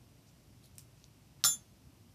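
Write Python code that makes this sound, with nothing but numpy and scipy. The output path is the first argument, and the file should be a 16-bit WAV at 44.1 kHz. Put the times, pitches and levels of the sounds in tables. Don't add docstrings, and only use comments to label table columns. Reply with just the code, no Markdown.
import sys
import numpy as np
from scipy.fft import rfft, irfft, next_fast_len
from scipy.io import wavfile
from scipy.ndimage import map_coordinates

SR = 44100
rng = np.random.default_rng(int(sys.argv[2]) if len(sys.argv) > 2 else 0)


def output_pcm(signal):
    pcm = np.clip(np.atleast_2d(signal).T, -1, 1) * 32767
    wavfile.write(sys.argv[1], SR, np.round(pcm).astype(np.int16))


N = 94682
TIME = np.arange(N) / SR
SNAP_S, CLACK_S = 1.4396, 1.4461
ROOM_T60_S, ROOM_RISE_S = 0.18, 0.0032


def amp(db):
    return 10 ** (np.asarray(db) / 20)


def unit(x):
    return x / np.sqrt(np.mean(x ** 2) + 1e-20)


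def filtered(x, gain):
    padded = next_fast_len(N + SR // 4)
    hz = np.fft.rfftfreq(padded, 1 / SR)
    return irfft(rfft(x, padded) * gain(hz), padded)[:N]


def noise(points):
    point_hz, point_db = np.transpose(points)

    def colour(hz):
        return amp(np.interp(np.log(hz + 1), np.log(point_hz + 1), point_db))

    return unit(filtered(rng.standard_normal(N), colour))


def band(centre_hz, octaves):
    def hump(hz):
        distance = np.log2((hz + 1) / centre_hz) / octaves
        return (1 + 0.26 * distance ** 2) ** -2.0

    return unit(filtered(rng.standard_normal(N), hump))


def wobble(rate):
    return map_coordinates(rng.standard_normal(N // 8), [TIME * rate], mode="wrap")


def grainy(x, depth_db, grains_per_s):
    return unit(x * amp(depth_db * wobble(grains_per_s)))


def strike(start, t60, rise=1e-4):
    t = np.maximum(TIME - start, 0)
    return (1 - np.exp(-t / rise)) * amp(-60 * t / t60)


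def swell(middle, half):
    return np.exp(-.5 * ((TIME - middle) / half) ** 2)


def background():
    # (frequency [Hz], relative level [dB per Hz])
    rumble_colour = [(20, -46), (32, -28), (45, -8.5), (60, -4.5), (80, -9), (100, -3), (125, 0), (160, -8),
                     (215, -10), (290, -11), (420, -21), (600, -25), (1000, -44)]
    hiss_colour = [(350, -22), (600, 0.5), (625, -1), (875, -2), (1650, -9), (2860, -6), (3500, -9),
                   (5840, -6.5), (6420, -10.5), (14000, -14), (15000, -16)]
    rumble_db, sway_db, sway_per_s = -61.5, .5, 12.04
    rumble = amp(rumble_db + sway_db * wobble(sway_per_s)) * noise(rumble_colour)
    hiss = amp(-69.5) * noise(hiss_colour)
    return rumble + hiss


def bumps():
    # (middle [s], half length [s], level [dB], centre [Hz], width [octaves])
    bump_list = [(0.776, .05, -62, 101, .5), (1.556, 0.019, -55.5, 135, 0.31), (1.87, .025, -61, 75.4, .5),
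                 (1.894, .012, -62, 280, 0.1)]
    out = np.zeros(N)
    for middle, half, db, hz, octaves in bump_list:
        out += amp(db) * swell(middle, half) * band(hz, octaves)
    return out


def rubs():
    # (middle [s], half length [s], level [dB], centre [Hz], width [octaves])
    rub_list = [(0.286, 0.015, -70.5, 5500, .35), (0.651, 0.015, -68, 4070, 0.17),
                (.655, 0.013, -69, 10400, .08), (.65, .018, -68, 8000, 1), (1.01, 0.037, -73.5, 5500, .5),
                (1.413, 0.0096, -67.5, 1500, 0.9)]
    for_depth_db, grains_per_s = 2.5, 620
    out = np.zeros(N)
    for middle, half, db, hz, octaves in rub_list:
        scrape = grainy(band(hz, octaves), for_depth_db, grains_per_s)
        out += amp(db) * swell(middle, half) * scrape
    return out


def ticks():
    # (time [s], level [dB], centre [Hz], width [octaves], t60 [s], room level re tick [dB])
    tick_list = [(.657, -56, 7500, 1.0, 0.013, -16), (.7545, -60, 9000, 0.23, 0.016, -13),
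                 (.7918, -52, 5600, .8, .02, -14), (1.0416, -42.5, 5140, 0.4, 0.0049, -26)]
    out = np.zeros(N)
    for start, db, hz, octaves, t60, room_db in tick_list:
        direct = strike(start, t60) * band(hz, octaves)
        room = amp(room_db) * strike(start, ROOM_T60_S, ROOM_RISE_S) * band(hz, octaves)
        out += amp(db) * (direct + room)
    return out


def click():
    # (frequency [Hz], relative level [dB per Hz])
    click_colour = [(800, -22), (1800, -15), (2700, -7), (3100, -10.5), (3500, -10), (4200, -11),
                    (5000, -4), (5800, -0.5), (6700, -7), (7400, 2.5), (8000, -0.5), (9200, 3.5),
                    (9900, -9), (10600, -1), (11500, -8), (12100, -2), (13200, -10), (14200, 1),
                    (15000, -16)]
    start, level_db, t60_s, room_db = .7822, -35.5, 0.0089, -18.5
    direct = strike(start, t60_s) * noise(click_colour)
    room = amp(room_db) * strike(start, ROOM_T60_S, ROOM_RISE_S) * noise(click_colour)
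    return amp(level_db) * (direct + room)


def thud():
    # (frequency [Hz], relative level [dB per Hz])
    thud_colour = [(40, -30), (130, 3), (200, -9.5), (400, -18.5), (900, -45)]
    return amp(-46) * strike(SNAP_S, t60=0.36, rise=0.0046) * noise(thud_colour)


def steel_ring():
    # (frequency [Hz], level [dB], rise [s], t60 [s],
    # offset of a paired tone [Hz], its relative amplitude [0-1]); an offset pair beats
    steel_modes = [(563, -53, 0.00202, 0.16, 0, 0), (769, -48, .002, .16, 0, 0),
                   (1201, -41, 0.00098, 0.13, 0, 0), (1380, -37, .001, 0.13, 0, 0),
                   (3444, -37, 0.0055, 0.41, 0, 0.03), (3900, -39, .002, 0.17, 0, 0.04),
                   (5220, -32.5, .002, 0.13, 0, 0), (5362, -39.5, .002, 0.16, 0, 0),
                   (5470, -42, .002, 0.19, 0, 0), (5600, -40, .002, 0.17, 0, 0.03),
                   (6377, -35, 0.0011, 0.46, 12, 0.77), (7125, -18, 0.024, 0.24, 0, 0),
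                   (8080, -40, .001, 0.12, 0, 0), (8468, -47, .003, 0.23, 0, 0),
                   (9836, -32, 0.0094, 0.29, 0, 0.14), (10280, -30.5, 0.0099, 0.35, 0, 0.12),
                   (11900, -37, .002, .15, 0, 0), (13950, -31, .0004, 0.23, 0, 0.02)]
    waver_rad, waver_per_s = 0.2, 130
    hold_s, choke_db_per_s, choke_db = 0.097, 293, 19.5
    since_clack = TIME - CLACK_S
    turn = 2 * np.pi * since_clack
    ring = np.zeros(N)
    for hz, db, rise, t60, beat, depth in steel_modes:
        phase = hz * turn + rng.uniform(0, 2 * np.pi) + waver_rad * wobble(waver_per_s)
        pair = np.sin(phase) + depth * np.sin(phase + beat * turn)
        ring += amp(db) * strike(CLACK_S, t60, rise) * np.sqrt(2) * pair
    choke = amp(-np.clip((since_clack - hold_s) * choke_db_per_s, 0, choke_db))
    return ring * choke


def clack():
    # (frequency [Hz], relative level [dB per Hz])
    clack_colour = [(200, -17.5), (400, -37), (570, -10.5), (670, -17), (770, -6), (920, -35), (1150, -8.5),
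                    (1370, -1.5), (1550, -9.5), (1900, -11.5), (2300, -27.5), (3100, -14), (3900, -2),
                    (4700, -9), (5400, 2.5), (6000, -10), (8300, -11), (9300, -16.5), (10300, -5),
                    (11200, -20), (12300, -9.5), (13900, -7), (15000, -26)]
    tail_colour = [(200, -11), (600, -5), (1400, 0), (2400, -9.5), (3800, -4), (5400, -1.5), (8000, -7),
                   (11000, -16), (14000, -9), (15000, -22)]
    grains = grainy(noise(clack_colour), depth_db=1.5, grains_per_s=700)
    rattle = amp(-27.5) * strike(CLACK_S, t60=.16) * grains
    room = amp(-46) * strike(CLACK_S, t60=0.39, rise=ROOM_RISE_S) * noise(tail_colour)
    return rattle + room


def snap():
    # (frequency [Hz], relative level [dB per Hz])
    snap_colour = [(200, -23), (700, -15.5), (1290, -6.5), (2060, -16.5), (2800, -8), (3940, 5),
                   (4500, -1.5), (5600, 4), (6420, 2.5), (6800, -3.5), (7970, 4), (9300, -8.5),
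                   (11200, -16), (13000, -10), (15000, -23)]
    crack = amp(-16.5) * strike(SNAP_S, t60=0.012) * noise(snap_colour)
    tail = amp(-29.5) * strike(SNAP_S, t60=0.16) * noise(snap_colour)
    return crack + tail


def scene():
    room = background() + bumps()
    handling = rubs() + ticks() + click()
    cut = thud() + steel_ring() + clack() + snap()
    return (room + handling + cut)[None]


def record(dry):
    top_hz = 14650
    return filtered(dry[0], lambda hz: 1 / np.sqrt(1 + (hz / top_hz) ** 200))[None]


dry = scene()
out = record(dry)
output_pcm(out)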